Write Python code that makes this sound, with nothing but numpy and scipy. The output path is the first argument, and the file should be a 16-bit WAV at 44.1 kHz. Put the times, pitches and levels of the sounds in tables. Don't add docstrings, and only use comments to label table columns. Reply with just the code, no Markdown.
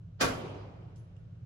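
import sys
import numpy as np
from scipy import signal
from scipy.io import wavfile

SR = 44100
rng = np.random.default_rng(int(sys.argv[2]) if len(sys.argv) > 2 else 0)


def int16_out(signal):
    q = np.round(np.clip(np.atleast_2d(signal).T, -1, 1) * 32767)
    wavfile.write(sys.argv[1], SR, q.astype(np.int16))


N = 63945
TIME = np.arange(N) / SR
SHOT_S = 0.2084


def from_db(db):
    return 10 ** (np.asarray(db) / 20)


def rms_one(x):
    return x / np.sqrt(np.mean(x ** 2) + 1e-20)


def at_hz(points, hz):
    table = np.array(points)
    return np.interp(np.log(hz), np.log(table[:, 0]), table[:, 1])


def drift(rate_hz):
    sos = signal.butter(2, rate_hz, fs=SR, output="sos")
    slow = signal.sosfilt(sos, rng.standard_normal(N + SR))
    return rms_one(slow[-N:])


def envelope(start, attack, hold, t60):
    age = TIME - start
    rise = np.clip(age / attack, 0, 1)
    return rise * from_db(-60 * np.maximum(age - hold, 0) / t60)


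# frequency in Hz, correlation from -1 to 1.
LIKENESS = [(60, 1), (120, 0.95), (250, 0.75), (500, 0.25), (1200, -0.18), (3000, 0.18), (6000, -0.011),
            (9000, 1), (15000, 1)]
# frequency in Hz, lag in seconds.
LEFT_LAGS = [(500, 0.00003), (3000, 0.00018), (9000, 0.00017), (12000, .000184), (15000, 0.00011)]


def stereo_band(low, high, order=2):
    centre = np.sqrt(low * high)
    sos = signal.butter(order, [low, min(high, SR / 2 - 100)], "band", fs=SR, output="sos")
    noise = rng.standard_normal((2, N + SR // 4))
    mid, side = signal.sosfilt(sos, noise)[:, -N:]
    alike = np.clip(at_hz(LIKENESS, centre), -.99, .99)
    mid = np.sqrt(1 + alike) * rms_one(mid)
    side = np.sqrt(1 - alike) * rms_one(side)
    left = np.interp(TIME - at_hz(LEFT_LAGS, centre), TIME, mid + side)
    return rms_one(np.array([left, mid - side]))


def steady(hz):
    return 1


def diffuse(spectrum, shape):
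    edges = np.geomspace(22, 17000, 29)
    lows, highs = edges[:-1], edges[1:]
    centres = np.sqrt(highs * lows)
    gains = from_db(at_hz(spectrum, centres)) * np.sqrt(highs - lows)
    gains = gains / np.linalg.norm(gains)
    out = 0
    for gain, hz, low, high in zip(gains, centres, lows, highs):
        out = out + gain * shape(hz) * stereo_band(low, high, order=3)
    return out


def ringing(modes, start, attack, spread):
    out = 0
    for hz, db, t60 in modes:
        cluster = stereo_band(hz * (1 - spread), hz * (1 + spread))
        out = out + from_db(db) * envelope(start, attack, attack, t60) * cluster
    return out


# start in seconds, relative level in dB,
# pan in dB (positive is left), pulse length in seconds.
SLAPS = [(0.2111, -14, -8, .0002), (.2132, -10.5, 4.5, .0002), (0.2157, -22, 6, .00024),
         (0.226, -8.5, -8.5, .0003), (0.234, -14.5, 3, .0004), (.2458, -8, 5, .0007),
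         (0.2583, -19, 2, .0006)]
PULSE_LOW_HZ, PULSE_HIGH_HZ = 249, 4000


def blast():
    out = np.zeros((2, N))
    left_lag = at_hz(LEFT_LAGS, PULSE_HIGH_HZ)
    for start, db, pan, length in SLAPS:
        for channel, (lag, side_db) in enumerate([(left_lag, pan / 2), (0, -pan / 2)]):
            age = (np.arange(N) - int((start + lag) * SR)) / SR / length
            pulse = (age >= 0) * (1 - age) * np.exp(-np.abs(age))
            out[channel] += from_db(db + side_db) * pulse
    sos = signal.butter(2, [PULSE_LOW_HZ, PULSE_HIGH_HZ], "band", fs=SR, output="sos")
    return signal.sosfilt(sos, out) / 2


# frequency in Hz, relative density in dB per Hz.
DENSE_SPECTRUM = [(60, -17.5), (130, -14.5), (260, -7), (520, 2.5), (950, -4), (1400, 3), (2000, -5),
                  (3200, -6), (5000, -4), (7000, -9), (9000, -14), (12000, -18), (15000, -24.5)]
# frequency in Hz, rise in dB per second.
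DENSE_RISE = [(300, 1601.5), (5000, 2394), (10000, 4997.5)]
# frequency in Hz, hold in seconds.
DENSE_HOLD = [(100, 0.013), (1400, 0.02), (3000, 0.0075), (12000, 0.011)]
# frequency in Hz, time to fall 60 dB in seconds.
DENSE_T60 = [(100, 1), (500, 0.47), (1500, 0.38), (5000, 0.27), (14000, 0.24)]
DENSE_DB, DENSE_PEAK_DELAY_S = -25.5, 0.0019


def dense_noise():
    peak_s = SHOT_S + DENSE_PEAK_DELAY_S

    def shape(hz):
        rise_db = at_hz(DENSE_RISE, hz) * np.minimum(TIME - peak_s, 0)
        decay_age = np.maximum(TIME - SHOT_S - at_hz(DENSE_HOLD, hz), 0)
        return from_db(rise_db - 60 * decay_age / at_hz(DENSE_T60, hz))

    return from_db(DENSE_DB) * diffuse(DENSE_SPECTRUM, shape)


# frequency in Hz, peak level in dB.
TINTS = [(262, -31.5), (428, -34.5), (509, -34), (545, -36), (604, -37), (714, -35), (1121, -34),
         (1149, -36), (1275, -37.5), (1336, -36), (1410, -38.5), (1484, -34), (1602, -36.5), (2072, -41),
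         (2452, -35.5), (3092, -40), (3591, -45)]
# frequency in Hz, time to fall 60 dB in seconds.
TINT_T60 = [(260, .42), (700, .36), (1400, .3), (3600, .2)]
TINT_BUILD_S, TINT_HOLD_S = 0.0048, 0.023
TINT_WAVER_HZ, TINT_WAVER_RAD, TINT_APART_RAD = 31, 0.84, 1.18


def tinting_tones():
    out = 0
    for hz, db in TINTS:
        waver = TINT_WAVER_RAD * np.array([drift(TINT_WAVER_HZ), drift(TINT_WAVER_HZ)])
        apart = TINT_APART_RAD * rng.standard_normal((2, 1))
        phase = 2 * np.pi * (hz * TIME + rng.random()) + waver + apart
        fade = envelope(SHOT_S, TINT_BUILD_S, TINT_HOLD_S, at_hz(TINT_T60, hz))
        out = out + from_db(db) * np.sin(phase) * fade
    return out


# frequency in Hz, relative density in dB per Hz.
HALL_SPECTRUM = [(50, 2), (100, 6.5), (180, 2.5), (350, 4), (600, 2.5), (1100, -4), (1800, -13.5),
                 (2600, -8.5), (3600, -16.5), (4800, -16), (8000, -24.5), (11000, -20), (15000, -38)]
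# frequency in Hz, time to fall 60 dB in seconds.
HALL_T60 = [(60, 1), (250, 1.48), (600, 1.47), (1200, 1.374), (2500, 1.2), (5000, 0.97), (9000, 0.61),
            (15000, 0.34)]
# start in seconds, level in dB.
RETURNS = [(0.358, -55), (0.433, -43), (.535, -46), (0.623, -53.5), (0.746, -57.5)]
# frequency in Hz, relative density in dB per Hz.
RETURN_SPECTRUM = [(60, -4), (100, 19), (200, 3), (500, 7), (1200, -5), (3000, -28), (15000, -69)]
# frequency in Hz, relative density in dB per Hz.
LINGER_SPECTRUM = [(100, -5), (300, 2), (560, 1.5), (900, -12), (1400, -7), (2000, -15.5), (3000, -15.5),
                   (4000, -22), (6300, -29), (12000, -45)]
HALL_DB, HALL_BUILD_S = -33.5, 0.036
HALL_LUMPS_HZ, HALL_LUMPS_DB = 14, 1.5
RETURN_RISE_S, RETURN_T60_S = .022, .3
LINGER_DB, LINGER_T60_S = -60, 5.26


def hall():
    def shape(hz):
        lumps = from_db(HALL_LUMPS_DB * drift(HALL_LUMPS_HZ))
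        return envelope(SHOT_S, HALL_BUILD_S, HALL_BUILD_S, at_hz(HALL_T60, hz)) * lumps

    roll = from_db(HALL_DB) * diffuse(HALL_SPECTRUM, shape)
    swells = 0
    for start, db in RETURNS:
        swells = swells + from_db(db) * envelope(start, RETURN_RISE_S, RETURN_RISE_S, RETURN_T60_S)
    linger = from_db(LINGER_DB) * envelope(SHOT_S, HALL_BUILD_S, HALL_BUILD_S, LINGER_T60_S)
    return roll + swells * diffuse(RETURN_SPECTRUM, steady) + linger * diffuse(LINGER_SPECTRUM, steady)


# start in seconds, ring level in dB, snap level in dB.
LANDINGS = [(0.958, -81, -70), (1.164, -97, -77)]
# frequency in Hz, relative level in dB,
# time to fall 60 dB in seconds.
CASE_MODES = [(6390, 0, .3), (7600, -5, .18), (9400, -3, 0.246), (10620, -1, .38), (11500, -12, .21)]
# frequency in Hz, relative density in dB per Hz.
CLINK_SPECTRUM = [(1000, -15), (3000, 1), (6500, 8), (8500, -1), (11500, -6), (15000, -38)]
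# frequency in Hz, relative density in dB per Hz.
SNAP_SPECTRUM = [(1000, -19), (2900, -6), (4200, -4), (6300, 14), (8000, 8), (11000, -16), (15000, -31)]
CLINK_OVER_RING_DB, CLINK_T60_S = 10.5, 0.26
SNAP_RISE_S, SNAP_T60_S = .001, .04
TICK_S, TICK_HZ, TICK_DB, TICK_T60_S = 1.165, 2950, -68, .045
TICK_SPREAD = .07


def spent_case():
    snaps, clinks, rings = 0, 0, 0
    for start, ring_db, snap_db in LANDINGS:
        snaps = snaps + from_db(snap_db) * envelope(start, SNAP_RISE_S, SNAP_RISE_S, SNAP_T60_S)
        clink_gain = from_db(ring_db + CLINK_OVER_RING_DB)
        clinks = clinks + clink_gain * envelope(start, attack=0.0014, hold=0, t60=CLINK_T60_S)
        rings = rings + from_db(ring_db) * ringing(CASE_MODES, start, attack=0.024, spread=0.014)
    tick = ringing([(TICK_HZ, TICK_DB, TICK_T60_S)], TICK_S, SNAP_RISE_S, TICK_SPREAD)
    return snaps * diffuse(SNAP_SPECTRUM, steady) + clinks * diffuse(CLINK_SPECTRUM, steady) + rings + tick


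# frequency in Hz, rms level in dB.
FAN = [(59, -64.5), (104, -53.5), (122.5, -57.5), (167, -56.5)]
# frequency in Hz, relative density in dB per Hz.
AIR_SPECTRUM = [(22, -29), (35, -18), (55, 0), (72, -7.5), (100, 9.5), (150, -3), (205, -17.5),
                (400, -23.5), (560, -25.5), (900, -36), (1400, -36), (2000, -44.5), (3000, -41.5),
                (4000, -48.5), (6000, -50.5), (9000, -61), (15000, -75)]
AIR_DB = -49
FAN_WAVER_HZ, FAN_WAVER_DB, FAN_WAVER_RAD = 7.7, 3, 1


def ventilation():
    tones = 0
    for hz, db in FAN:
        phase = 2 * np.pi * (hz * TIME + rng.random()) + FAN_WAVER_RAD * drift(FAN_WAVER_HZ)
        swell = from_db(FAN_WAVER_DB * drift(FAN_WAVER_HZ))
        tones = tones + from_db(db) * rms_one(swell * np.sin(phase))
    return tones + from_db(AIR_DB) * diffuse(AIR_SPECTRUM, steady)


def scene():
    shot = blast() + dense_noise() + tinting_tones() + hall()
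    return (shot + spent_case() + ventilation()) * from_db([[-.4], [.4]])


CUTOFF_HZ = 15900


def record(dry):
    sos = signal.ellip(10, .1, 80, CUTOFF_HZ, fs=SR, output="sos")
    return signal.sosfilt(sos, dry)


dry = scene()
out = record(dry)
int16_out(out)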